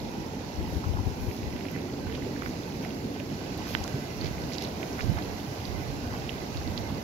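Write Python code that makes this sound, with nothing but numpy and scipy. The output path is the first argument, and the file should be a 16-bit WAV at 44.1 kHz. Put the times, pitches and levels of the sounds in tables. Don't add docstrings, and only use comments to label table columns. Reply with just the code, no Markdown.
import sys
import numpy as np
from scipy import signal
from scipy.fft import rfft, irfft
from scipy.io import wavfile
from scipy.ndimage import uniform_filter1d

SR = 44100
rng = np.random.default_rng(int(sys.argv[2]) if len(sys.argv) > 2 else 0)


def generate_wav(signal):
    frames = np.transpose(np.atleast_2d(signal))
    scaled = np.clip(frames, -1, 1) * 32767
    pcm = np.round(scaled).astype(np.int16)
    wavfile.write(sys.argv[1], SR, pcm)


N = 310023
TIME_S = np.arange(N) / SR
RING_SAMPLES = 1200


def gain_of(db):
    return 10 ** (np.asarray(db) / 20)


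def port_gains(db, left_db):
    return gain_of(db + np.array([[left_db], [0]]))


def unit_rms(x):
    return x / np.sqrt(np.mean(x ** 2) + 1e-20)


def wander(shape, steps):
    return unit_rms(uniform_filter1d(rng.standard_normal(shape), steps))


def at_hz(table, hz):
    f, value = np.transpose(table)
    return np.interp(np.log(hz + 1), np.log(f + 1), value)


def at_time(table, column, t):
    rows = np.array(table)
    return np.interp(t, rows[:, 0], rows[:, column])


def band(x, hz, width_hz):
    edges_hz = np.clip([hz - width_hz / 2, hz + width_hz / 2], 40, SR / 2.2)
    return unit_rms(signal.sosfilt(signal.butter(3, edges_hz, "band", fs=SR, output="sos"), x))


def port_noise(size, colour_db, patchy_db, flicker_db, coherence=None, lead_s=0):
    hop = size // 4
    frames, hz = N // hop + 5, np.fft.rfftfreq(size, 1 / SR)
    a, b, c, d, patches = rng.standard_normal((frames, len(hz), 5)).T
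    patches = unit_rms(uniform_filter1d(uniform_filter1d(patches, 9, axis=0), 9, axis=1))
    flicker = wander(frames, 5)
    shared = 0 if coherence is None else at_hz(coherence, hz)[:, None]
    right, unrelated = a + 1j * b, c + 1j * d
    early = right * np.exp(2j * np.pi * hz * lead_s)[:, None]
    spectra = np.array([shared * early + np.sqrt(1 - shared ** 2) * unrelated, right])
    level_db = colour_db(hz[:, None], np.arange(frames) * hop / SR)
    spectra *= gain_of(level_db + patchy_db * patches + flicker_db * flicker)
    out = signal.istft(spectra, nperseg=size, noverlap=size - hop)[1][:, :N]
    return out / np.sqrt(np.mean(out[1] ** 2))


def resonance(offset_hz, width_hz):
    return 1 / (1 + (2 * offset_hz / width_hz) ** 2)


def burst(hz, width_hz, length_s, grit):
    t = np.arange(len(grit)) / SR
    snap, tear = t * width_hz * 2.05, 2 * t / length_s
    torn = np.clip((width_hz * length_s - 2.2) / 2, 0, 1)
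    ring = (1 - 0.62 * torn) * snap ** 2 * np.exp(2 - 2 * snap) * np.sin(2 * np.pi * hz * t)
    spray = band(grit, hz, 1.87 * width_hz)
    trail = 0.08 * np.minimum(snap, 1) * np.exp(-t / 0.0078)
    return ring + spray * (0.27 * torn * tear * np.exp(1 - tear) + trail)


# f/Hz, level/dB
ROAR_SPECTRUM = [(25, 5.5), (50, -11.5), (100, 1.5), (180, -3.5), (260, -0.5), (330, -7), (400, -6),
                 (520, -12.5), (800, -15), (980, -19.5), (1120, -26.5), (1400, -33), (2500, -48.5)]
# f/Hz, coherence
ROAR_COHERENCE = [(60, 0.88), (130, 0.99), (290, 0.93), (640, 0.37), (1400, 0.077)]
# t/s, middle boost/dB, upper boost/dB
ROAR_TURN = [(0, 4.5, 0), (.3, -1, 1.5), (1.2, 1.5, 1), (1.8, 3, 1.5), (3.2, 3.5, 0.5), (3.6, 0, 4.5),
             (5, 0.5, 5.5), (5.6, 0, 5.5), (6.5, -0.5, 5), (7.03, 0, 6)]
# t/s, fizz resonance strength, roar boost at 900 Hz/dB
HOLLOW_STRENGTH = [(0, 0.5, 6.5), (.6, 0.7, 4.5), (1.2, 0.6, 5), (1.6, 0.83, 1.5), (2.6, 0.9, 1.5),
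                   (3.3, 0.77, -0.5), (4.2, 1.02, -2.5), (5, 0.9, 0), (6, 0.92, -2.5), (7.03, 1, 1.5)]
def vent_roar():
    def colour_db(hz, t):
        upper = 1 / (1 + (520 / (hz + 1)) ** 6)
        middle = 1 - upper - 1 / (1 + (hz / 220) ** 6)
        turn_db = at_time(ROAR_TURN, 1, t) * middle + at_time(ROAR_TURN, 2, t) * upper
        hollow_db = at_time(HOLLOW_STRENGTH, 2, t) * np.exp(-(2 * (hz - 900) / 280) ** 2)
        return at_hz(ROAR_SPECTRUM, hz) + turn_db + hollow_db
    roar = port_noise(1024, colour_db, patchy_db=1, flicker_db=0.35,
                      coherence=ROAR_COHERENCE, lead_s=4 / SR)
    return roar * port_gains(-33.5, left_db=-2.5)


LEFT_LEAD_SAMPLES = 14
# f/Hz, level/dB
FIZZ_SPECTRUM = [(500, -14), (1100, -1.5), (2500, 2), (3300, -3), (4300, 0.5), (6200, -1), (7200, -11.5),
                 (9000, -30), (12000, -54)]
# f/Hz, coherence
FIZZ_COHERENCE = [(1000, 0.17), (2000, 0.28), (3500, 0.038), (7000, 0.022)]
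# f/Hz, width/Hz, gain/dB
HOLLOW_MODES = [(1535, 42, 8.5), (2026, 65, 7.5), (2770, 100, 2.5), (6120, 920, -2.5)]
# f/Hz, left minus right/dB
LEFT_SHADE = [(900, -0.5), (1500, -5), (2400, -12.5), (4400, -10), (6000, -10), (7200, 2)]
# t/s, fizz level/dB, jet level/dB
BOIL_LEVELS = [(0, -44.5, -59), (.39, -44.5, -60.5), (.74, -43.5, -57.5), (.95, -45, -58.5),
               (1.3, -46, -57.5), (1.45, -44, -58), (1.94, -45, -59.5), (2.58, -43, -57.5),
               (3.09, -45, -58), (3.58, -42, -59), (3.75, -41, -55.5), (4.19, -42.5, -57),
               (4.62, -42, -56.5), (5.5, -42.5, -56), (6.03, -42.5, -58), (6.56, -42, -57),
               (7.03, -43, -58)]
def steam_fizz():
    def colour_db(hz, t):
        drifts, flutters = wander((2, len(HOLLOW_MODES), len(t)), 7)
        modes_db = sum(db * (1 + 0.5 * flutter) * resonance(hz - f * (1 + 0.012 * drift), width_hz)
                       for (f, width_hz, db), drift, flutter in zip(HOLLOW_MODES, drifts, flutters))
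        shade_db = np.array([at_hz(LEFT_SHADE, hz), 0 * hz])
        return at_hz(FIZZ_SPECTRUM, hz) + at_time(HOLLOW_STRENGTH, 1, t) * modes_db + shade_db
    steam = port_noise(2048, colour_db, patchy_db=1.2, flicker_db=0.35,
                       coherence=FIZZ_COHERENCE, lead_s=LEFT_LEAD_SAMPLES / SR)
    sizes = gain_of(6.5 * np.minimum(rng.exponential(1, N), 2.4))
    onsets = sizes * (rng.random(N) < 400 / SR)
    pitch_index, grit = rng.integers(0, 16, N), rng.standard_normal((16, 700))
    bubbles = np.zeros((2, N))
    for k, hz in enumerate(np.geomspace(700, 5500, 16)):
        bubble = burst(hz, width_hz=880, length_s=0.00099, grit=grit[k])
        train = signal.oaconvolve(onsets * (pitch_index == k), bubble)[:N]
        bubbles += [gain_of(at_hz(LEFT_SHADE, hz)) * np.roll(train, -LEFT_LEAD_SAMPLES), train]
    return (steam + gain_of(-10) * unit_rms(bubbles)) * gain_of(at_time(BOIL_LEVELS, 1, TIME_S))


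# f/Hz, level/dB
JET_SPECTRUM = [(5000, -26), (8000, -10.5), (11500, 4), (13500, 1), (15800, -3.5)]
# t/s, length/s, level/dB, f/Hz, left minus right/dB
STEAM_PUFFS = [(.7, .09, -59, 12000, 0), (1.2, 0.18, -57, 12500, 1), (2.42, 0.084, -56, 13200, -16),
               (3.666, 0.089, -48.5, 13000, -16)]
def steam_jets():
    hiss = port_noise(256, lambda hz, t: at_hz(JET_SPECTRUM, hz), patchy_db=1.8, flicker_db=0.45)
    out = hiss * gain_of(at_time(BOIL_LEVELS, 2, TIME_S))
    for start_s, length_s, db, hz, left_db in STEAM_PUFFS:
        puff = band(rng.standard_normal((2, N)), hz, width_hz=4000)
        gate = np.clip(np.minimum(TIME_S - start_s, start_s + length_s - TIME_S) / 0.008, 0, 1)
        out += port_gains(db, left_db) * puff * gate
    return out


def mud_plops(per_s, db, left_db, range_hz):
    sizes = gain_of(5.4 * np.minimum(rng.exponential(1, N), 3))
    onsets = sizes * (rng.random(N) < per_s / SR)
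    pitch_index, grit = rng.integers(0, 8, N), rng.standard_normal((8, RING_SAMPLES))
    plops = np.zeros(N)
    for k, hz in enumerate(np.geomspace(*range_hz, 8)):
        plop = burst(hz, width_hz=0.4 * hz, length_s=0.0097, grit=grit[k])
        plops += signal.oaconvolve(onsets * (pitch_index == k), plop)[:N]
    return port_gains(db, left_db) * unit_rms(plops)


# centre t/s, level/dB, length/s, port L or R
WIND_THUMPS = [(0.04, -32.5, 0.098, "L"), (0.077, -33, .07, "R"), (0.215, -32, 0.075, "L"),
               (0.605, -25.5, 0.13, "L"), (0.677, -29, 0.16, "L"), (0.73, -23, 0.054, "L"),
               (0.771, -21.5, 0.078, "L"), (0.891, -18, 0.097, "L"), (0.972, -22, 0.22, "L"),
               (1.079, -15.5, 0.053, "L"), (1.123, -23, 0.049, "L"), (1.193, -35, .07, "R"),
               (1.236, -22.5, 0.09, "L"), (1.288, -21.5, 0.046, "L"), (1.485, -27, 0.26, "L"),
               (2.09, -32.5, 0.21, "R"), (3.62, -38, 0.11, "L"), (3.762, -29, .1, "R"),
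               (3.81, -29, 0.11, "L"), (3.94, -34, 0.04, "R"), (4.255, -27, 0.2, "R"),
               (4.402, -33, 0.26, "L"), (4.744, -31, 0.055, "L"), (5.086, -18.5, 0.18, "R"),
               (5.143, -31, .09, "L"), (5.151, -26.5, 0.18, "R"), (5.314, -31.5, 0.16, "R"),
               (5.49, -36, 0.057, "R"), (5.748, -26.5, 0.21, "R"), (5.91, -29.5, 0.22, "R"),
               (6.092, -34.5, 0.46, "L"), (6.3, -36, 0.54, "R"), (6.56, -30, 0.16, "R"),
               (6.59, -29, 0.11, "L"), (6.673, -25.5, 0.17, "R"), (6.8, -33, 0.24, "R"),
               (6.95, -35, 0.15, "R")]
def wind_level_db(port, t, breeze_db):
    power = gain_of(2 * breeze_db)
    for centre_s, db, length_s, side in WIND_THUMPS:
        if side == port:
            arch_db = -19.5 * np.minimum(2 * abs(t - centre_s) / length_s, 3) ** 2
            power += gain_of(2 * (db + arch_db))
    return 10 * np.log10(power)


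CALM_DB, PITCH_RISE_PER_DB, LEFT_PITCH_RATIO = -39, 0.018, 0.7
# f/Hz, level/dB
WIND_SPECTRUM = [(20, 4.5), (40, 0), (70, 1.5), (110, -1.5), (160, -18), (300, -21), (600, -36),
                 (1200, -66)]
def wind():
    t = TIME_S[::64]
    swings = unit_rms(uniform_filter1d(wander((2, len(t)), 50), 50))
    levels_db = [wind_level_db(port, t, breeze_db=-48 + 3 * swing) for port, swing in zip("LR", swings)]

    def colour_db(hz, frame_s):
        excess_db = [np.maximum(np.interp(frame_s, t, db) - CALM_DB, 0) for db in levels_db]
        left, right = np.exp(PITCH_RISE_PER_DB * np.array(excess_db))
        return np.array([at_hz(WIND_SPECTRUM, hz / pitch) for pitch in (LEFT_PITCH_RATIO * left, right)])
    lumps = port_noise(2048, colour_db, patchy_db=0.25, flicker_db=0.25)
    power = uniform_filter1d(uniform_filter1d(lumps ** 2, 2500), 2500)
    lumps /= np.sqrt(power + 1e-9)
    return lumps * gain_of([np.interp(TIME_S, t, db) for db in levels_db])


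# centre t/s, half-length/s, level/dB, f/Hz
SLUMPS = [(0.851, 0.038, -41, 1200), (0.973, .04, -43, 1200), (1.304, 0.048, -47, 2270),
          (1.309, 0.15, -51, 5000), (1.57, 0.07, -49, 2260), (1.673, 0.049, -50, 2380),
          (1.767, 0.04, -48, 2200), (2.127, 0.1, -46, 2370), (2.154, .008, -41, 2200),
          (2.375, 0.036, -45, 1800), (2.44, 0.092, -48, 1700), (2.482, 0.058, -49, 4830),
          (2.854, 0.045, -48, 2170), (2.863, 0.019, -50, 690), (3.173, 0.058, -46, 2400),
          (3.71, 0.11, -43.5, 4220), (3.84, 0.0043, -30, 5650), (3.8787, 0.0017, -31, 5600),
          (4.249, 0.075, -44, 4000), (4.25, .06, -44, 2060), (4.537, 0.049, -43, 4600),
          (4.635, 0.052, -39, 4170), (4.825, 0.034, -52, 2210), (5.001, 0.031, -37, 1860),
          (5.021, 0.064, -46, 4350), (5.185, 0.035, -40, 1630), (5.65, 0.036, -46, 4400),
          (6.138, 0.059, -44, 1490), (6.29, 0.065, -47, 2570)]
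def mud_spatter():
    out = np.zeros((2, N))
    for centre_s, half_s, db, hz in SLUMPS:
        size, right_at = round(2 * half_s * SR), round((centre_s - half_s) * SR)
        left_at = right_at - LEFT_LEAD_SAMPLES
        droplets = gain_of(4.5 * wander(16000, 70)) * rng.standard_normal(16000)
        spray = gain_of(db) * band(droplets, hz, width_hz=0.72 * hz)[:size] * np.hanning(size)
        out[0, left_at:left_at + size] += gain_of(at_hz(LEFT_SHADE, hz)) * spray
        out[1, right_at:right_at + size] += spray
    return out


def damped_ring(hz, width_hz):
    t = TIME_S[:RING_SAMPLES]
    return np.sin(2 * np.pi * hz * t) * np.exp(-np.pi * width_hz * t)


TICK_WIDTH_HZ, HOLLOW_DAMPING_HZ = 2000, 35
# t/s, level/dB, f/Hz, width/Hz
BUBBLE_POPS = [(.836, -30, 960, 250), (.844, -37, 900, 220), (.856, -35, 850, 220), (.865, -38, 1000, 300),
               (.936, -29.5, 720, 220), (.965, -39, 720, 300), (.977, -35, 830, 200),
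               (0.988, -29, 930, 200), (1.313, -28.5, 2200, 900), (1.4305, -31, 2490, 1100),
               (1.527, -33, 2500, 700), (1.533, -39.5, 2030, 200), (1.564, -29, 2500, 2000),
               (1.59, -33, 1900, 1200), (1.609, -28, 2300, 2200), (1.653, -26.5, 2120, 1000),
               (1.668, -32, 2600, 700), (1.685, -27, 2490, 800), (1.751, -35, 2600, 600),
               (1.761, -28, 1710, 600), (1.777, -32, 2100, 800), (2.069, -27, 1300, 1500),
               (2.098, -27.5, 1900, 1800), (2.124, -39, 2850, 500), (2.15, -24, 2880, 1800),
               (2.1515, -26, 4200, 1800), (2.222, -31, 2010, 500), (2.363, -30.5, 1680, 400),
               (2.433, -28, 2300, 1000), (2.84, -30, 2300, 800), (2.849, -26, 2000, 900),
               (2.858, -32, 696, 150), (2.907, -27.5, 2600, 1800), (3.2, -24.5, 2700, 1100),
               (3.603, -34, 960, 200), (3.612, -33, 900, 180), (3.626, -33, 860, 200),
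               (3.621, -33, 2650, 600), (3.6696, -26, 1500, 1500), (3.6915, -24, 3490, 3300),
               (3.7374, -26, 2340, 1100), (3.7499, -24.5, 900, 600), (3.786, -32, 2930, 700),
               (3.813, -27, 800, 280), (3.847, -29, 840, 300), (3.862, -31, 770, 250),
               (3.8776, -28, 1900, 1500), (3.939, -21.5, 119, 70), (4.212, -22, 4370, 800),
               (4.244, -30.5, 2100, 300), (4.245, -22, 4600, 2000), (4.259, -23.5, 4300, 1400),
               (4.2684, -23, 4430, 1600), (4.3813, -30, 2230, 600), (4.4382, -29, 4250, 1900),
               (4.519, -30, 2200, 600), (4.5242, -24, 4200, 1900), (4.535, -20, 4700, 1700),
               (4.544, -23, 5100, 1700), (4.553, -22, 3300, 2000), (4.583, -13.5, 4220, 1400),
               (4.6233, -20, 4430, 2820), (4.632, -28, 4480, 1600), (4.642, -29, 4020, 2400),
               (4.649, -22, 4130, 800), (4.674, -26, 3300, 2500), (4.83, -20, 2430, 1100),
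               (4.93, -27.5, 5330, 1590), (4.993, -26, 1610, 1400), (5.008, -24, 2370, 2100),
               (5.013, -23, 4200, 2000), (5.0227, -26, 4980, 1700), (5.178, -26, 845, 250),
               (5.18, -32, 1240, 800), (5.1866, -26, 1860, 1100), (5.223, -26, 4030, 1100),
               (5.653, -22.5, 4450, 1200), (6.125, -31, 900, 300), (6.138, -31, 1020, 347),
               (6.293, -18.5, 2880, 720), (6.5717, -22, 3870, 1400), (6.614, -32, 1370, 900),
               (6.676, -28, 4150, 1100), (6.777, -14.5, 4070, 1250)]
# f/Hz, left minus right/dB
BURST_SHADE = [(120, -3), (750, -2), (1100, -5), (1700, -12), (2400, -14), (4400, -19)]
# t/s, level/dB, f/Hz, left minus right/dB
DROPLET_TICKS = [(1.7148, -46, 13150, 14), (2.849, -42, 12020, 3), (3.576, -56, 11840, 24),
                 (3.7494, -48, 13160, -32), (3.878, -49, 11200, 12), (4.6238, -40, 12000, 11),
                 (4.6394, -39, 11500, 4), (4.8154, -50, 13340, 14), (6.798, -38, 12800, 0)]
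def pops_and_ticks():
    out = np.zeros((2, N + RING_SAMPLES))
    events = [(t, db, hz, width_hz, at_hz(BURST_SHADE, hz)) for t, db, hz, width_hz in BUBBLE_POPS]
    events += [(t, db, hz, TICK_WIDTH_HZ, left_db) for t, db, hz, left_db in DROPLET_TICKS]
    for start_s, db, hz, width_hz, left_db in events:
        pop = burst(hz, width_hz, length_s=2.83 / width_hz, grit=rng.standard_normal(RING_SAMPLES))
        hollows = sum(damped_ring(f, mode_width_hz + HOLLOW_DAMPING_HZ) * resonance(hz - f, width_hz)
                      for f, mode_width_hz, _ in HOLLOW_MODES)
        at = round(start_s * SR)
        out[:, at:at + RING_SAMPLES] += port_gains(db, left_db) * (pop + 0.17 * hollows)
    return out[:, :N]


CRACK_RISE_S, LEFT_LAG_S, OVERTONE_RATIO, WIDTH_RATIO = 0.00017, 0.0003, 1.85, 0.27
# t/s, level/dB, f/Hz, relative overtone level/dB
BUBBLE_CRACKS = [(2.4219, -16, 1350, -18), (2.4612, -15.5, 1550, -18), (3.75015, -5, 1700, 0)]
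def bubble_cracks():
    out = np.zeros((2, N))
    opening = 1 - np.exp(-(TIME_S[:RING_SAMPLES] / CRACK_RISE_S) ** 2)
    for start_s, db, hz, overtone_db in BUBBLE_CRACKS:
        right_at = round(start_s * SR)
        left_at = right_at + round(LEFT_LAG_S * SR)
        overtone_hz = OVERTONE_RATIO * hz
        modes = [(hz, WIDTH_RATIO * hz, 1), (overtone_hz, WIDTH_RATIO * overtone_hz, -gain_of(overtone_db))]
        modes += [(f, width_hz, 0.055) for f, width_hz, _ in HOLLOW_MODES[:2]]
        for f, width_hz, share in modes:
            ring = share * gain_of(db) * damped_ring(f, width_hz) * opening
            out[0, left_at:left_at + RING_SAMPLES] += gain_of(at_hz(BURST_SHADE, f)) * ring
            out[1, right_at:right_at + RING_SAMPLES] += ring
    return out


def scene():
    gurgles = mud_plops(per_s=25, db=-53.5, left_db=-1.5, range_hz=(450, 1050))
    thick_mud = mud_plops(per_s=14, db=-50, left_db=-2.5, range_hz=(170, 450))
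    bed = gurgles + thick_mud + wind() + vent_roar() + steam_fizz()
    return bed + mud_spatter() + steam_jets() + pops_and_ticks() + bubble_cracks()


LOW_CUT_HZ, BAND_LIMIT_HZ = 60.3, 15770
NOTCH_HZ, NOTCH_WIDTH_HZ, NOTCH_DB = 8505, 470, -16
def record(dry):
    hz, fft_size = np.fft.rfftfreq(N, 1 / SR), 2 ** 19
    low_cut = 1 / np.sqrt(1 + (LOW_CUT_HZ / (hz + 1)) ** 6)
    notch = gain_of(NOTCH_DB * np.exp(-((hz - NOTCH_HZ) / NOTCH_WIDTH_HZ) ** 2))
    response = np.interp(np.fft.rfftfreq(fft_size, 1 / SR), hz, low_cut * notch)
    coloured = irfft(rfft(dry, fft_size) * response)[:, :N]
    low_pass = signal.firwin(1601, BAND_LIMIT_HZ, window=("kaiser", 10), fs=SR)
    return signal.oaconvolve(coloured, low_pass[None], "same")


dry = scene()
out = record(dry)
generate_wav(out)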